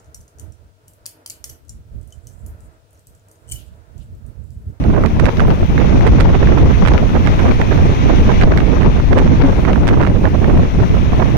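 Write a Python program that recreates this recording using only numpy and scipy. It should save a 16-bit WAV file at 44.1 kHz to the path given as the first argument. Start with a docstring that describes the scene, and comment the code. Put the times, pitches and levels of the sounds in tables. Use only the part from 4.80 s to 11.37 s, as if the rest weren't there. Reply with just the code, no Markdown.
"""Wind buffets a handheld recorder held out of the window of a moving car, separately at its two ports.
Big eddies rumble as slow noise; faster flow lifts the corner of a falling noise spectrum, so flutter brightens.
Crackles are short puffs of noise, loud ones listed and small ones around every gust; a few flaps swing at both ports.
Underneath lie smooth noise of tyres and slipstream, with the recorder's own steadier hiss above 7 kHz,
and thin sliding hisses at the left port. A fast limiter rounds the peaks."""
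import sys
import numpy as np
from scipy import signal
from scipy.fft import rfft, irfft
from scipy.io import wavfile
from scipy.ndimage import uniform_filter1d, minimum_filter1d

SR = 44100
rng = np.random.default_rng(int(sys.argv[2]) if len(sys.argv) > 2 else 0)


def pcm_store(signal):
    """Save signal as 16-bit PCM."""
    levels = np.round(np.clip(np.atleast_2d(signal), -1, 1) * 32767)
    wavfile.write(sys.argv[1], SR, levels.astype(np.int16).T)


def gain_from_db(level_db):
    """Turn a decibel level (scalar or array-like) into a linear amplitude factor."""
    decades = np.asarray(level_db, float) / 20
    return 10 ** decades


N = 289737

# colour each port gives the wind: (frequency [Hz], gain [dB])
PORT_LEFT = [(2000, -3.5), (6000, -2.5), (7500, -25), (10000, -18), (15000, -10)]
PORT_RIGHT = [(2000, 1), (6500, -8), (8200, -9), (11000, -12.5), (13000, -19), (15500, -27)]
PORTS = PORT_LEFT, PORT_RIGHT
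# gusts sweeping past one port: (time [s], port [0 left, 1 right], added flow speed [octaves], length [ms])
GUSTS = [(0.102, 1, 0.6, 19), (0.167, 1, 0.91, 130), (0.22, 0, 1, 33), (0.259, 1, 1.34, 41),
         (0.367, 0, 1.27, 13), (0.4, 1, 1.6, 14), (0.483, 1, 1.36, 90), (0.499, 0, 1.3, 85),
         (0.572, 0, 0.31, 32), (0.599, 1, 0.86, 250), (0.706, 0, 1.44, 70), (0.831, 1, 1.2, 10),
         (0.926, 0, 0.51, 58), (1.002, 1, 0.74, 110), (1.07, 0, 1.2, 26), (1.047, 1, 0.67, 18),
         (1.098, 1, 0.28, 250), (1.211, 0, 1.46, 38), (1.27, 1, 1.3, 50), (1.295, 0, 1.2, 17),
         (1.405, 1, 1, 61), (1.462, 0, 1.44, 37), (1.492, 1, 1.1, 28), (1.55, 1, 1.85, 16),
         (1.624, 1, 0.96, 38), (1.694, 0, 0.3, 51), (1.7, 1, 1.54, 68), (1.743, 0, 1.1, 22),
         (1.782, 1, 1.43, 35), (1.838, 0, 1.2, 15), (1.848, 1, 1.23, 45), (1.885, 0, 0.67, 39),
         (1.909, 1, 1.02, 26), (2.029, 0, 0.9, 19), (2.104, 1, 0.85, 96), (2.155, 1, 1.05, 25),
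         (2.177, 0, 1.1, 80), (2.231, 1, 0.9, 30), (2.361, 1, 1.45, 31), (2.473, 1, 0.91, 63),
         (2.525, 0, 0.88, 59), (2.6, 1, 1.66, 24), (2.667, 0, 1.4, 19), (2.68, 1, 1.33, 63),
         (2.712, 0, 1.8, 23), (2.815, 1, 1.35, 35), (2.87, 0, 0.94, 32), (2.919, 1, 1.97, 25),
         (2.98, 1, 1.25, 30), (3.052, 0, 1.1, 36), (3.13, 0, 1.14, 18), (3.293, 1, 1.27, 72),
         (3.372, 0, 0.48, 47), (3.503, 1, 1.6, 29), (3.618, 1, 1.06, 41), (3.636, 0, 1.6, 22),
         (3.68, 1, 0.95, 16), (3.717, 0, 1.3, 21), (3.738, 1, 1, 140), (3.776, 0, 0.83, 52),
         (3.823, 0, 0.93, 11), (3.94, 1, 0.86, 27), (3.972, 0, 1.5, 28), (4.013, 1, 1.9, 22),
         (4.063, 0, 1.35, 62), (4.151, 0, 0.7, 23), (4.169, 1, 1.74, 18), (4.193, 0, 0.66, 21),
         (4.199, 1, 0.69, 29), (4.329, 1, 1.35, 26), (4.383, 1, 1.46, 61), (4.36, 0, 0.8, 37),
         (4.4, 0, 0.68, 24), (4.469, 1, 1.5, 19), (4.523, 1, 1.14, 32), (4.627, 0, 1.7, 32),
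         (4.652, 0, 1.5, 33), (4.648, 1, 1.1, 25), (4.68, 1, 0.94, 43), (4.69, 0, 1.3, 26),
         (4.729, 1, 1.4, 14), (4.778, 0, 1.13, 44), (4.794, 1, 0.83, 23), (4.887, 1, 1.7, 91),
         (4.931, 0, 0.7, 63), (4.967, 1, 0.87, 23), (5.039, 0, 1.3, 60), (5.114, 1, 0.96, 47),
         (5.132, 0, 1.6, 21), (5.141, 1, 1.02, 17), (5.21, 0, 1.3, 54), (5.218, 1, 1.16, 80),
         (5.299, 1, 0.97, 23), (5.316, 0, 0.68, 21), (5.361, 1, 0.92, 24), (5.442, 0, 1.04, 24),
         (5.455, 1, 1.4, 45), (5.535, 0, 0.6, 37), (5.556, 1, 0.95, 21), (5.684, 0, 1.04, 20),
         (5.722, 1, 0.77, 190), (5.772, 1, 0.5, 52), (5.786, 0, 1.07, 56), (5.841, 1, 1.04, 67),
         (5.931, 0, 0.94, 16), (5.999, 1, 1.15, 35), (6.032, 0, 1, 30), (6.151, 1, 0.84, 59),
         (6.334, 1, 0.79, 39), (6.394, 0, 0.43, 44), (6.415, 1, 1.26, 50), (6.473, 1, 0.81, 130)]
GUST_RISE_SHARE = 0.5  # part of a gust's length spent rising


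def evened(x):
    """Scales a signal to rms 1."""
    return x / np.sqrt(np.mean(x ** 2) + 1e-20)


def read(points, hz):
    """Reads a (frequency, value) curve along a logarithmic frequency axis."""
    f, value = np.transpose(points)
    return np.interp(np.log(hz + 1), np.log(f + 1), value)


def wander(frames, smooth):
    """Slow chance of rms 1: noise smoothed by a bell about `smooth` frames wide."""
    steps = np.arange(-40, 41)
    bell = np.exp(-.5 * (steps / smooth) ** 2)
    return evened(np.convolve(rng.standard_normal(frames), bell, "same"))


def coloured(x, gain):
    """Fixed filter: gain(hz) as a factor."""
    return irfft(rfft(x) * gain(np.fft.rfftfreq(N, 1 / SR)), N)


def shaped(noise, gain_db, size):
    """Moving filter: weights the short-time spectrum of the noise by gain_db(hz, t)."""
    overlap = size * 3 // 4
    hz, t, z = signal.stft(noise, SR, nperseg=size, noverlap=overlap)
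    z = z * gain_from_db(gain_db(hz[:, None], t))
    return signal.istft(z, SR, nperseg=size, noverlap=overlap)[1][:N]


def bumps(events, port, t, rise=0.46):
    """The tallest bell at each moment; an event's length is the width at half height."""
    here = [row for row in events if round(row[1]) == port]
    s, _, height, ms = np.transpose(here)[:, :, None]
    half_s = ms / 1000 * np.where(t < s, rise, 1 - rise)
    return (height * 2. ** -((t - s) / half_s) ** 2).max(axis=0)


def rush():
    """Tyres and slipstream, with the recorder's own steadier hiss above 7 kHz: patchy noise, partly shared."""
    # rush and hiss at each port: (frequency [Hz], level [dB])
    left_colour = [(600, 0), (1000, 3), (1600, -3.5), (2100, -2.5), (2600, -3.5), (3000, -7.5), (3500, -8),
                   (4800, -18.5), (6000, -13.5), (6800, -21), (7500, -39.5), (10500, -32.5), (12200, -36.5),
                   (14000, -31.5), (15500, -29)]
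    right_colour = [(600, 0), (1000, 1), (1600, -11.5), (2400, -8), (3400, -15.5), (4800, -24),
                    (6800, -31.5), (8300, -28.5), (10500, -31.5), (13000, -38.5), (14200, -62),
                    (15500, -69)]
    # the rush swells with the roadside: (time [s], left [dB], right [dB])
    swell_points = [(0.0, -5, -4), (0.51, 1.5, -1), (0.77, 0, -2.5), (1.1, 4.5, 1.5), (1.57, 4, -4.5),
                    (2.05, 5, 0), (2.22, 2.5, -2), (2.5, 5, 4), (2.92, 5, 3), (3.21, 6, 6.5),
                    (3.61, 6.5, 4), (3.65, 0, -4), (3.95, 4, -0.5), (4.33, 2, 0.5), (4.57, 4, 0.5),
                    (5.22, -1.5, -3), (5.78, 1.3, -1.5), (6.57, 4, -1)]
    # part of the noise that both ports share: (frequency [Hz], likeness [0-1])
    shared_points = [(2000, 0.72), (6000, 0.03), (7500, 0.05)]
    level_db, patchy_db = -21, 0.9
    left_lead_s = 20 / SR  # the shared part reaches the left port first
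    swell = np.transpose(swell_points)

    def likeness(hz):
        return np.clip(read(shared_points, hz), 0, 1)

    left, own = rng.standard_normal((2, N))
    late = coloured(left, lambda hz: likeness(hz) * np.exp(-2j * np.pi * hz * left_lead_s))
    right = late + coloured(own, lambda hz: np.sqrt(1 - likeness(hz) ** 2))

    def gain_db(hz, t, port):
        patches = uniform_filter1d(rng.standard_normal((len(hz), len(t))), size=12, axis=0)
        patches = evened(uniform_filter1d(patches, size=20, axis=1))
        follows = np.where(hz < 7200, 1, .55)  # the recorder's hiss is steadier
        moving = follows * np.interp(t, swell[0], swell[port + 1])
        moving = moving + 0.61 * wander(len(t), 3.5)
        moving = moving + (hz > 7200) * 1.0 * wander(len(t), 22)  # random level wander above 7.2 kHz, dB rms
        return level_db + read((left_colour, right_colour)[port], hz) + moving + patchy_db * patches

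    return np.array([shaped(x, lambda hz, t: gain_db(hz, t, port), size=512)
                     for port, x in enumerate((left, right))])


def hisses():
    """Thin high hisses at the left port: narrow bands of noise that swell, slide or hold pitch, and fade."""
    # (start [s], length [s], from [Hz], to [Hz], level [dB])
    hiss_rows = [(0.672, 0.014, 14500, 14500, -44), (0.78, 0.29, 14300, 15650, -56),
                 (1.1, 0.14, 14600, 15500, -62)]
    least_width_hz = 700
    out = np.zeros((2, N))
    for s, length, from_hz, to_hz, db in hiss_rows:
        u = np.arange(round(length * SR)) / (length * SR)
        a, b = rng.standard_normal((2, len(u)))
        width_hz = least_width_hz * (1 + .03 / length)  # short ones spread wider
        r = np.exp(-np.pi * width_hz / SR)
        band = signal.lfilter([1], [1, -r], a + 1j * b)
        band = signal.lfilter([1], [1, -r], band)
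        pitch_hz = from_hz + (to_hz - from_hz) * u
        band = (band * np.exp(2j * np.pi * np.cumsum(pitch_hz) / SR)).real
        out[0, round(s * SR):][:len(u)] += gain_from_db(db) * evened(band) * np.sqrt(np.sin(np.pi * u))
    return out


def flow(port, t):
    """Air at one port: rumble level in dB, flow speed in octaves, and the quick swells in dB."""
    # how hard the air blows on each port: (time [s], left rumble [dB], right rumble [dB])
    blow_points = [(0.0, -16.5, -22), (0.51, -16, -12.5), (1.01, -16, -13.5), (1.52, -15, -11),
                   (2.02, -18.5, -10.5), (2.53, -15, -16.5), (3.03, -17, -14), (3.54, -16, -14.5),
                   (4.04, -16.5, -13.5), (4.55, -14, -12.5), (5.05, -16, -16.5), (5.56, -17, -16.5),
                   (6.06, -15, -11.5), (6.57, -18, -17)]
    # lulls in the buffeting: (time [s], port [0 left, 1 right], rumble dip [dB], length [ms])
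    lull_rows = [(0.045, 0, 10, 45), (0.167, 0, 12, 22), (0.202, 1, 9, 19), (0.282, 0, 10, 22),
                 (0.344, 1, 8, 56), (0.402, 0, 15, 33), (0.519, 1, 14, 67), (0.626, 0, 0, 92),
                 (0.771, 1, 7.5, 64), (0.778, 0, 7, 53), (0.868, 1, 11, 18), (0.878, 0, 19, 27),
                 (0.923, 1, 18, 14), (0.975, 0, 5, 40), (1.023, 0, 15, 14), (1.102, 0, 7, 24),
                 (1.227, 1, 8.5, 38), (1.275, 0, 7, 27), (1.571, 0, 6, 22), (2.08, 0, 4, 30),
                 (2.185, 1, 14.5, 19), (2.275, 0, 6, 41), (2.312, 1, 8, 65), (2.412, 1, 7, 33),
                 (3.066, 1, 5, 47), (3.15, 1, 9, 23), (3.345, 0, 6, 21), (3.437, 1, 14, 20),
                 (3.707, 1, 7, 33), (3.871, 0, 8, 41), (4.023, 0, 7, 40), (4.108, 1, 8.4, 28),
                 (4.245, 1, 11, 62), (4.482, 0, 3, 32), (4.545, 0, 8, 24), (4.81, 1, 5, 15),
                 (4.834, 0, 13, 89), (4.954, 0, 20, 22), (5.32, 1, 6, 25), (5.498, 0, 10, 14),
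                 (5.575, 0, 13, 43), (5.877, 0, 1, 26), (5.919, 1, 7, 57), (6.001, 0, 12, 19),
                 (6.056, 1, 11, 37), (6.081, 0, 12, 13), (6.178, 0, 5, 25), (6.241, 1, 9, 25),
                 (6.37, 1, 6, 21)]
    # rounded thumps of a big eddy: (time [s], port [0 left, 1 right], lift [dB], length [ms])
    thump_rows = [(0.085, 1, 12, 35), (0.137, 1, 2.5, 33), (0.262, 1, 5.5, 48), (0.444, 0, 6, 35),
                  (0.895, 1, 4, 28), (1.063, 0, 2, 45), (1.312, 0, 5.5, 40), (1.841, 0, 9, 56),
                  (2.155, 0, 3, 34), (2.227, 1, -1.5, 45), (2.906, 1, 4.7, 27), (3.325, 1, 7, 32),
                  (3.417, 0, 9.5, 23), (4.086, 0, 5.5, 30), (4.298, 0, 4.5, 58), (4.502, 1, 7, 49),
                  (5.128, 0, -2, 12), (5.443, 0, 8, 30), (5.64, 1, 4.5, 17), (5.749, 0, 11.5, 63),
                  (5.802, 1, 5, 15), (6.034, 0, 4, 35)]
    calm_octaves = (1, 0.89)  # flow speed between gusts, left and right
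    gust_lift_db, lull_slowing = 2.5, 0.014  # rumble dB per octave of gust; octaves lost per dB of lull
    blow = np.transpose(blow_points)
    gust = bumps(GUSTS, port, t, GUST_RISE_SHARE)
    lull = bumps(lull_rows, port, t)
    swell_db = bumps(thump_rows, port, t) - lull
    level_db = np.interp(t, blow[0], blow[port + 1]) + gust_lift_db * gust + swell_db
    speed = calm_octaves[port] + gust - lull_slowing * lull
    return level_db, speed, swell_db


def throb():
    """Slow random gain, 2.36 dB rms, shared by the rumble and flutter of one port."""
    frames = N // 256 + 2
    return gain_from_db(2.36 * np.interp(np.arange(N) / 256, np.arange(frames), wander(frames, 4.9)))


def rumble(port):
    """Big eddies: slow pressure lumps of fairly even height under the rumble level."""
    # spectrum of the big eddies: (frequency [Hz], gain [dB])
    spectrum = [(15, -1), (30, 5), (60, 6), (100, 1), (150, -3.5), (250, -12), (500, -52), (2500, -130)]
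    steadiness = 0.39  # 0 leaves the lumps uneven, 1 evens them fully
    lumps = coloured(rng.standard_normal(N), lambda hz: gain_from_db(read(spectrum, hz)))
    power = uniform_filter1d(uniform_filter1d(lumps ** 2, size=1500), size=1500)
    height = np.sqrt(abs(power) + 1e-12)
    t = np.arange(0, N / SR, .004)
    level_db = np.interp(np.arange(N) / SR, t, flow(port, t)[0])
    return evened(lumps / height ** steadiness) * gain_from_db(level_db)


def flutter(port):
    """Frozen turbulence: the corner of its spectrum rises with the flow speed, which jitters and surges."""
    # left row, right row: (level [dB], fall above the corner [dB per octave], speed jitter [octaves], lowest [Hz])
    port_rows = [(5.5, 13.84, 0.3, 101), (6, 13.43, 0.32, 42)]
    slow_corner_hz = 96.7  # finest eddies at speed 0
    gust_flicker = 0.3  # octaves of flicker per octave of gust
    follows = 0.66  # share of each lull and thump that the smaller eddies feel
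    level_db, fall_db, jitter, low_hz = port_rows[port]

    def gain_db(hz, t):
        rumble_db, speed, swell_db = flow(port, t)
        speed = speed + jitter * wander(len(t), 2.7)
        gust = bumps(GUSTS, port, t)
        speed += gust_flicker * gust * wander(len(t), 1.57)  # gusts arrive as ragged bursts
        speed += 0.073 * np.maximum(wander(len(t), 0.46), 0) ** 2  # sharp eddy edges flick by
        over_corner = hz / slow_corner_hz / 2 ** speed
        fall = fall_db / 2 * np.log2(1 + over_corner ** 2)
        fall += 5 * np.log2(1 + (over_corner / 9) ** 2)  # viscosity wipes out the finest eddies
        # part of each rumble swell also lifts the smaller eddies
        lift = 0.33 * (rumble_db + 13) + follows * swell_db / (1 + (hz / 600) ** 2)
        return level_db + lift - fall + read(PORTS[port], hz) + 1.85 * wander(len(t), 1.35)

    eddies = shaped(rng.standard_normal(N), gain_db, size=256)
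    return coloured(eddies, lambda hz: 1 / (1 + (low_hz / (hz + 1)) ** 2))  # the largest belong to the rumble


def flaps():
    """Heavy flaps that strike both ports together: a few swings under a bell-shaped envelope."""
    # (time [s], frequency [Hz], peak [dB], length at half height [ms])
    flap_rows = [(4.648, 270, -2.5, 24), (6.018, 110, -7, 20)]
    t = np.arange(N) / SR
    out = np.zeros(N)
    for s, hz, db, ms in flap_rows:
        bell = 2. ** -((t - s) / ms * 2000) ** 2
        out += gain_from_db(db) * bell * np.cos(2 * np.pi * (hz * (t - s) + rng.random()))
    return out


def scattered(count):
    """Rows of small crackles, `count` at random around each gust's peak, louder in faster gusts."""
    small_db, db_per_octave, spread_db = -62, 14, 6
    treble_db, treble_spread_db = -29.5, 5
    rows = []
    for (s, port, up, ms), draws in zip(GUSTS, rng.uniform(-1, 1, (len(GUSTS), count, 3))):
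        for a, b, c in draws:
            level_db = small_db + db_per_octave * up + spread_db * b
            rows.append((s + 0.36 * ms / 1000 * a, port, level_db, treble_db + treble_spread_db * c))
    return rows


def crackles():
    """Crackles: short puffs of noise tilted in the treble, loud ones listed and small ones around every gust."""
    # loud crackles: (time [s], port [0 left, 1 right], level [dB], treble against middle [dB])
    loud_rows = [(0.04, 1, -34.5, -21), (0.1415, 1, -38, -38), (0.238, 1, -30, -34), (0.2609, 1, -20, -18),
                 (0.399, 1, -16, -19), (0.445, 0, -27, -32), (0.4563, 1, -18, -12), (0.4644, 1, -23, -22),
                 (0.5714, 0, -26, -19), (0.597, 1, -25, -25), (0.6042, 1, -20, -26), (0.705, 0, -29, -28),
                 (0.7107, 0, -25, -28), (0.98, 1, -25, -29), (1.0028, 1, -27.5, -27.5),
                 (1.0956, 0, -30, -22), (1.2098, 0, -27, -30), (1.269, 1, -17, -15),
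                 (1.2761, 1, -23.5, -27), (1.4029, 1, -21, -16), (1.408, 1, -16.5, -14),
                 (1.495, 1, -32, -29), (1.535, 1, -32, -32), (1.673, 1, -21.5, -25), (1.784, 1, -23.5, -23),
                 (2.0523, 1, -25, -33), (2.062, 1, -24, -28), (2.0754, 1, -14, -22), (2.0847, 1, -16, -23),
                 (2.1369, 0, -19, -19), (2.1793, 0, -24, -34), (2.464, 1, -29.5, -30),
                 (2.4733, 1, -16, -21), (2.6, 1, -28, -36), (2.655, 1, -44, -38), (2.716, 0, -38, -30),
                 (2.8, 1, -44, -31), (2.8155, 1, -26, -31), (2.914, 1, -31, -39), (2.929, 1, -34, -41),
                 (2.977, 1, -34, -37), (3.288, 1, -39, -34), (3.503, 1, -24, -40), (3.518, 1, -31.5, -34),
                 (3.613, 1, -15, -26), (3.6244, 1, -25.5, -22.1), (3.738, 1, -33, -34),
                 (3.7757, 1, -20, -18.5), (3.785, 1, -29, -33), (3.8037, 1, -29, -28.5),
                 (4.013, 1, -36, -34), (4.0212, 1, -27, -29), (4.032, 1, -32, -31), (4.2, 1, -45, -44),
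                 (4.3281, 1, -34.5, -26), (4.3813, 1, -18, -20), (4.3872, 1, -16, -18),
                 (4.395, 1, -26, -30), (4.4773, 1, -32, -28), (4.674, 1, -37, -33), (4.8517, 1, -28.5, -34),
                 (4.9323, 0, -24.5, -24), (4.959, 1, -36.5, -43), (5.072, 1, -27, -20),
                 (5.0791, 1, -19, -17), (5.0871, 0, -23, -29), (5.0896, 1, -17, -22),
                 (5.1388, 0, -38, -18.9), (5.215, 1, -26, -26), (5.2274, 1, -26, -32), (5.235, 1, -28, -22),
                 (5.25, 1, -32, -35), (5.2669, 1, -30, -29), (5.273, 1, -29.5, -32), (5.301, 1, -43, -29),
                 (5.362, 1, -32, -25), (5.455, 1, -34, -43), (5.645, 1, -28, -32), (5.777, 1, -32, -20),
                 (5.842, 1, -46, -34), (5.857, 1, -43, -30), (6.41, 1, -42, -25)]
    ms = 3.04  # time scale of a puff
    body_hz = 1700  # the tilt makes a crackle no stronger below this
    out, hz = np.zeros((2, N + 2048)), np.fft.rfftfreq(2048, 1 / SR)
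    rows = list(loud_rows) + scattered(count=3)
    t = (np.arange(2048) - 1024) / SR
    rise = np.exp(-(t / ms * 2600) ** 2)
    fade = 0.56 * np.exp(-(t / ms * 1700) ** 2) + 0.19 * np.exp(-abs(t) / ms * 400)
    puff = np.where(t < 0, rise, fade)  # quick rise, slower end, long tail
    counted = (hz > 3000) & (hz < 12000)  # the level counts this band
    noise = rng.standard_normal((len(rows), 2048))
    for (s, port, db, treble_db), hiss in zip(rows, noise):
        port = round(port)
        tilt_db = treble_db * np.log2(np.maximum(hz, body_hz) / 2500) / 2.0
        colour = gain_from_db(read(PORTS[port], hz) + tilt_db) * hz / (hz + 400)
        hiss = irfft(rfft(hiss) * colour) / np.sqrt(np.mean(colour ** 2 * counted))
        out[port, round(s * SR):][:2048] += gain_from_db(db) * hiss * puff
    return out[:, 1024:N + 1024]


def scene():
    """Wind at each port over the rush and hisses, with flaps and crackles on top."""
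    wind = np.array([(rumble(port) + flutter(port)) * throb() for port in range(2)])
    # the wind arrives hotter than the limiter lets through
    return gain_from_db(4.0) * wind + flaps() + crackles() + rush() + hisses()


def roll_off(x):
    """The treble ends steeply here."""
    return signal.sosfilt(signal.butter(12, 16930, fs=SR, output="sos"), x)


def record(dry):
    """A look-ahead limiter on each channel eases the gain down for a few ms around peaks; a low-pass follows."""
    ceiling, edge_hz = 0.9, 15800
    allowed = np.minimum(1, ceiling / (abs(dry) + 1e-9))
    held = minimum_filter1d(allowed, size=181, axis=1)
    ease = signal.windows.hann(181)
    gain = 1 - signal.oaconvolve(1 - held, ease[None] / ease.sum(), "same")
    edge = signal.firwin(511, edge_hz, window=("kaiser", 9), fs=SR)
    mix = signal.oaconvolve(dry * gain, edge[None], "same")
    return roll_off(mix)


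dry = scene()
out = record(dry)
pcm_store(out)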